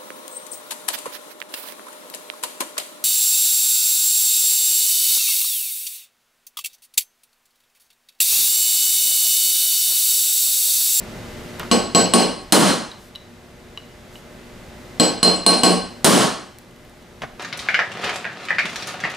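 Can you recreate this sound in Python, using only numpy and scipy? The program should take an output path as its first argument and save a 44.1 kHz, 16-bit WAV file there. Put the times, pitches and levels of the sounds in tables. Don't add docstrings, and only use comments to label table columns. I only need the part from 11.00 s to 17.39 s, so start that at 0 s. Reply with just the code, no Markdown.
import sys
import numpy as np
from scipy import signal
from scipy.fft import rfft, irfft, next_fast_len
from scipy.io import wavfile
from scipy.ndimage import uniform_filter1d

SR = 44100
rng = np.random.default_rng(int(sys.argv[2]) if len(sys.argv) > 2 else 0)


def waveform_to_disk(signal):
    frames = np.transpose(np.atleast_2d(signal))
    scaled = np.clip(frames, -1, 1) * 32767
    samples = np.round(scaled).astype(np.int16)
    wavfile.write(sys.argv[1], SR, samples)


def undo_db(level):
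    steps = np.asarray(level, float) / 20
    return 10 ** steps


N = 281973
TAIL = 30000

# frequency in Hz, level in dB per Hz.
AIR_SPECTRUM = [(12, -30), (20, 2.5), (230, 0), (304, -5.5), (360, -4), (414, -5), (596, -7), (1040, -12.5),
                (1830, -13.5), (1990, -15), (3300, -20), (3690, -20), (4130, -22), (15700, -37),
                (15800, -70)]
# frequency in Hz, left-right likeness from 0 to 1.
AIR_LIKENESS = [(40, 1), (150, 1), (550, 1), (1650, 0.55), (5000, 0.67), (15000, 0.5)]
# frequency in Hz, level in dB re the air noise.
LAMP_HUM = [(120, -14), (240, -7.5), (360, -7.5), (480, -14.5), (600, -10.5), (840, -20), (2040, -16)]
# start in seconds, 3 kHz mode in dB, 4 kHz mode in dB, click in dB.
TOUCHES = [(0.596, -45.5, -36, -22), (1.916, -45, -29.5, -42), (2.1517, -34, -33, -43.5),
           (2.1578, -30, -25, -36), (2.775, -21.5, -30, -47), (3.156, -31.5, -44, -43),
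           (5.586, -55, -47, -29.5), (5.621, -55.5, -61, -43), (5.710, -52, -57, -46),
           (5.763, -52, -55, -46), (5.850, -48, -57, -43), (5.896, -54, -55.5, -43), (6.025, -50, -55, -45)]
# start in seconds, peak in dB, pitch in Hz.
KNOCKS = [
    (0.597, -17.5, 820),
    (0.610, -21.5, 603),
    (0.630, -19, 610),
    (0.649, -26, 500),
    (6.219, -18.5, 800),
    (6.233, -12, 430),
    (6.243, -23, 445),
]
# start in seconds, end in seconds, level in dB.
SCUFFS = [
    (1.957, 2.12, -51.5),
    (3.1, 3.22, -51),
    (5.65, 6.1, -64),
]
# start in seconds, strength in dB, first chisel mode in dB, second chisel mode in dB,
# upper chisel modes in dB.
BLOWS = [
    (0.7136, -8, -2.5, 1, -11),
    (0.9483, -4, 1, 5.5, -25),
    (1.1366, -2, -4, -1.5, -1),
    (1.5230, 7.5, -3.5, -8, -1),
    (3.9977, -6.5, 4, 4.5, -8.5),
    (4.2297, -6, 9, 3, 0.5),
    (4.4640, -3.5, 5, 1, 2),
    (4.6341, -3, 2.5, 1, 0.5),
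    (5.0450, 9, -7, -6, -4.5),
]
FIRST_HZ = [4174, 4232, 4095]
SECOND_HZ = [7854, 7800]
UPPER_HZ = [8845, 8226, 9370, 9800, 10160, 7095]
# level in dB, t60 in seconds.
FIRST_RING = [(-4, 0.2), (-25, 0.072), (-11.5, 0.096)]
SECOND_RING = [(-8, 0.2), (-14.5, 0.105)]
UPPER_RING = [(-8.5, 0.24), (-13, 0.11), (-11, 0.074), (-6.5, 0.045), (-17, 0.076), (-23, 0.19)]
HOUSING_HZ = [182, 236, 306, 365, 474, 687, 765, 1104, 1085, 1529, 2960, 2900, 3180, 4880, 6200]
# level in dB, t60 in seconds.
HOUSING_RING = [(-8.5, 0.43), (0.5, 0.17), (-7, 0.23), (-11, 0.18), (-9.5, 0.17), (-9, 0.28), (-13, 0.31),
                (-5, 0.2), (-11, 0.14), (-17.5, 0.3), (-8.5, 0.078), (-11, 0.059), (-13.5, 0.048),
                (-11, 0.032), (-14, 0.066)]
# frequency in Hz, level in dB per Hz.
LIGHT_CLATTER = [(130, -28), (180, -3), (450, 2), (800, -4), (1300, -17), (2000, -19.5), (2900, -15),
                 (3600, -23.5), (4800, -11.5), (6800, -26), (8500, -20), (10300, -31), (13500, -32),
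                 (14500, -57)]
HARD_CLATTER = [(60, -28), (130, -9.5), (190, 4), (450, -2), (800, -7.5), (1300, -11), (2500, -20.5),
                (3100, -14), (3600, -18.5), (4300, -16.5), (7000, -19), (9500, -15.5), (12000, -27),
                (16000, -25)]
# frequency in Hz, t60 in seconds.
ROOM_T60 = [(100, 0.5), (260, 0.42), (700, 0.47), (1840, 0.57), (4850, 0.51), (10000, 0.4), (15000, 0.29)]
# frequency in Hz, left-right likeness from 0 to 1.
TAIL_LIKENESS = [(60, .8), (180, 1), (550, .9), (1650, 0.78), (5000, .9), (15000, 0.76)]
# corner in Hz, left then right.
PORT_HZ = [
    [197],
    [623],
]


def at_hz(points, hz):
    table = np.array(points, float)
    return np.interp(np.log(hz + 1), np.log(table[:, 0] + 1), table[:, 1])


def rms_one(x):
    return x / np.sqrt(np.mean(x ** 2) + 1e-20)


def fade(t, t60):
    return np.exp(-np.log(1000) * t / t60)


def add(track, sound, s):
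    i = round(s * SR)
    track[..., i:i + sound.shape[-1]] += sound[..., :N - i]


def filtered(x, order, hz, kind):
    return signal.sosfilt(signal.butter(order, hz, kind, fs=SR, output="sos"), x)


def ports(hz):
    corner = np.array(PORT_HZ)
    return (1 - 1j * hz / corner) / (1 + 1j * hz / corner)


def stereo_noise(size, likeness, port_share):
    hz = np.fft.rfftfreq(size, 1 / SR)
    shared, apart = rfft(rng.standard_normal((2, size)))
    alike = np.clip(at_hz(likeness, hz), 0, 1)
    pair = np.sqrt(1 + alike) * shared + np.sqrt(1 - alike) * apart * [[1], [-1]]
    port_phase = port_share * np.angle(ports(hz))
    return hz, pair * np.exp(1j * port_phase) / np.sqrt(2)


def slow_gain_db(t):
    duck_db, duck_per_db, duck_s, recover_db_s = 9, 0.4036, 0.31, 3.5
    dips = []
    for s, strength_db, *_ in BLOWS:
        dips.append((t > s) * (duck_db + duck_per_db * strength_db - recover_db_s * (t - s)))
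    deepest = np.maximum(np.max(dips, axis=0), 0)
    r = np.exp(-1 / (duck_s * SR))
    return -signal.lfilter([1 - r], [1, -r], deepest)


def shop_air():
    air_db, hiss_db, left_bass_db = -36, 4, 0.5
    t = np.arange(N) / SR
    hz, pair = stereo_noise(N, AIR_LIKENESS, port_share=0.3)
    lean_db = left_bass_db / (1 + hz / 300) * np.array([[1], [-1]])
    pair = pair * undo_db(at_hz(AIR_SPECTRUM, hz) + lean_db)
    air = irfft(pair, N)
    hiss = irfft(pair * np.clip(hz / 7000, 0, 1), N)
    top = irfft(pair * (hz > 11200), N)
    busy = sum((t > s) * (t < s + 0.3 + 0.01 * strength_db) for s, strength_db, *_ in BLOWS)
    dropout = uniform_filter1d(np.clip(busy, 0, 1.), size=2500)
    air = rms_one(air + hiss * (undo_db(hiss_db) - 1) - 0.95 * dropout * top)
    for hum_hz, hum_db in LAMP_HUM:
        phase = rng.uniform(0, 2 * np.pi) + np.array([[0], [0.9]])
        air += undo_db(hum_db) * np.sin(2 * np.pi * hum_hz * t + phase)
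    return undo_db(air_db + slow_gain_db(t)) * air


def dying_noise(colour, rise_cycles):
    t = np.arange(TAIL) / SR
    hz, pair = stereo_noise(TAIL, TAIL_LIKENESS, port_share=0.99)
    out, centres = 0, np.array([120, 400, 1500, 5000, 10000, 15000])
    for k, centre in enumerate(centres):
        share = np.interp(np.log(hz + 1), np.log(centres), np.arange(6) == k)
        swell = 1 - np.exp(-t * centre / rise_cycles)
        band = irfft(pair * colour * share, TAIL)
        out = out + band * swell * fade(t, at_hz(ROOM_T60, centre))
    return out


def workshop(dry, wet_db):
    size = next_fast_len(N + TAIL)
    hz = np.fft.rfftfreq(size, 1 / SR)
    tail = dying_noise(1, rise_cycles=3.0)
    unit_tail = tail / np.sqrt(np.sum(tail ** 2) / 2)
    response = ports(hz) + undo_db(wet_db) * rfft(unit_tail, size)
    return irfft(rfft(dry, size) * response, size)[:, :N]


def struck(pitches, modes, spread_db, seconds=0.35):
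    t = np.arange(int(seconds * SR)) / SR
    hz = np.array(pitches)[:, None]
    level_db, t60 = np.transpose(modes)[:, :, None]
    louder, sign, detune = rng.standard_normal((3, len(modes), 1))
    turns = 2 * np.pi * hz * (1 + 0.0007 * detune) * t
    level = undo_db(level_db + spread_db * louder) * np.sign(sign)
    return np.sum(level * fade(t, t60) * np.sin(turns), axis=0)


def steel_touch(low_db, high_db, click_db):
    t60 = 0.026
    modes = [(low_db, t60), (high_db, t60), (low_db - 11.5, t60), (high_db - 16, 0.02)]
    tick = struck([2924, 3920, 1140, 5470], modes, spread_db=0.5, seconds=0.15)
    t = np.arange(200) / SR
    add(tick, rng.standard_normal(200) * undo_db(click_db - 60 * t / 0.0055), 0)
    return tick


def bench_knock(peak_db, hz):
    t = np.arange(3000) / SR
    burst = rng.standard_normal(3000) * undo_db(-60 * t / 0.076)
    return undo_db(peak_db + 2) * filtered(burst, 2, [hz / 5, hz * 3], "band")


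def finger_scuffs():
    t = np.arange(N) / SR
    rub = filtered(rng.standard_normal(N), 1, [2500, 12000], "band")
    out = np.zeros(N)
    for start, end, level_db in SCUFFS:
        out += undo_db(level_db) * rub * np.sin(np.pi * np.clip((t - start) / (end - start), 0, 1))
    return out


def handling():
    out = finger_scuffs()
    for s, low_db, high_db, click_db in TOUCHES:
        add(out, steel_touch(low_db, high_db, click_db), s)
    for s, peak_db, hz in KNOCKS:
        add(out, bench_knock(peak_db, hz), s)
    return workshop(out, wet_db=-11.0)


def crack(hardness):
    t = np.arange(1200) / SR
    noise = rng.standard_normal(1200) * undo_db(-1.5 * hardness - 60 * t / 0.028)
    edge_hz = 4500 + 6500 * hardness
    return filtered(noise, 3, [1500, edge_hz * 1.08], "band")


def blow(strength_db, first_db, second_db, upper_db):
    hz = np.fft.rfftfreq(TAIL, 1 / SR)
    hardness = np.clip(0.49 + 0.2 * strength_db, 0, 1)
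    ring = undo_db(first_db) * struck(FIRST_HZ, FIRST_RING, 0.92)
    ring += undo_db(second_db) * struck(SECOND_HZ, SECOND_RING, 0.53)
    ring += undo_db(upper_db) * struck(UPPER_HZ, UPPER_RING, 1.4)
    ring += undo_db(-5 * hardness) * struck(HOUSING_HZ, HOUSING_RING, 1.5)
    add(ring, crack(hardness), 0)
    direct = rfft(ring, TAIL)
    clatter = undo_db((1 - hardness) * at_hz(LIGHT_CLATTER, hz) + hardness * at_hz(HARD_CLATTER, hz))
    colour = np.hypot(undo_db(-0.5 + 4.7 * hardness) * rms_one(clatter), undo_db(-31.5) * abs(direct))
    heard = irfft(direct * ports(hz), TAIL) + dying_noise(colour, rise_cycles=5.1)
    return undo_db(strength_db - 3.5) * heard


def hammer():
    out = np.zeros((2, N))
    for s, *blow_db in BLOWS:
        add(out, blow(*blow_db), s)
    return filtered(out, 2, 110, "high")


def scene():
    return shop_air() + handling() + hammer()


def low_pass(x):
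    return signal.sosfilt(signal.butter(12, 16460, fs=SR, output="sos"), x)


def record(dry):
    limit_db, release_db_s, attack_s = -8.5, 121, 0.0013
    t = np.arange(N) / SR
    r = np.exp(-1 / (attack_s * SR))
    power = signal.lfilter([1 - r], [1, -r], np.mean(dry ** 2, axis=0))
    over_db = np.maximum(10 * np.log10(power + 1e-12) - limit_db, 0)
    held_db = np.maximum.accumulate(over_db + release_db_s * t) - release_db_s * t
    rounded = 1.068 * np.tanh(dry * undo_db(-held_db) / 1.046)
    mix = signal.sosfilt(signal.cheby2(12, 70, 16400, fs=SR, output="sos"), rounded)
    return low_pass(mix)


dry = scene()
out = record(dry)
waveform_to_disk(out)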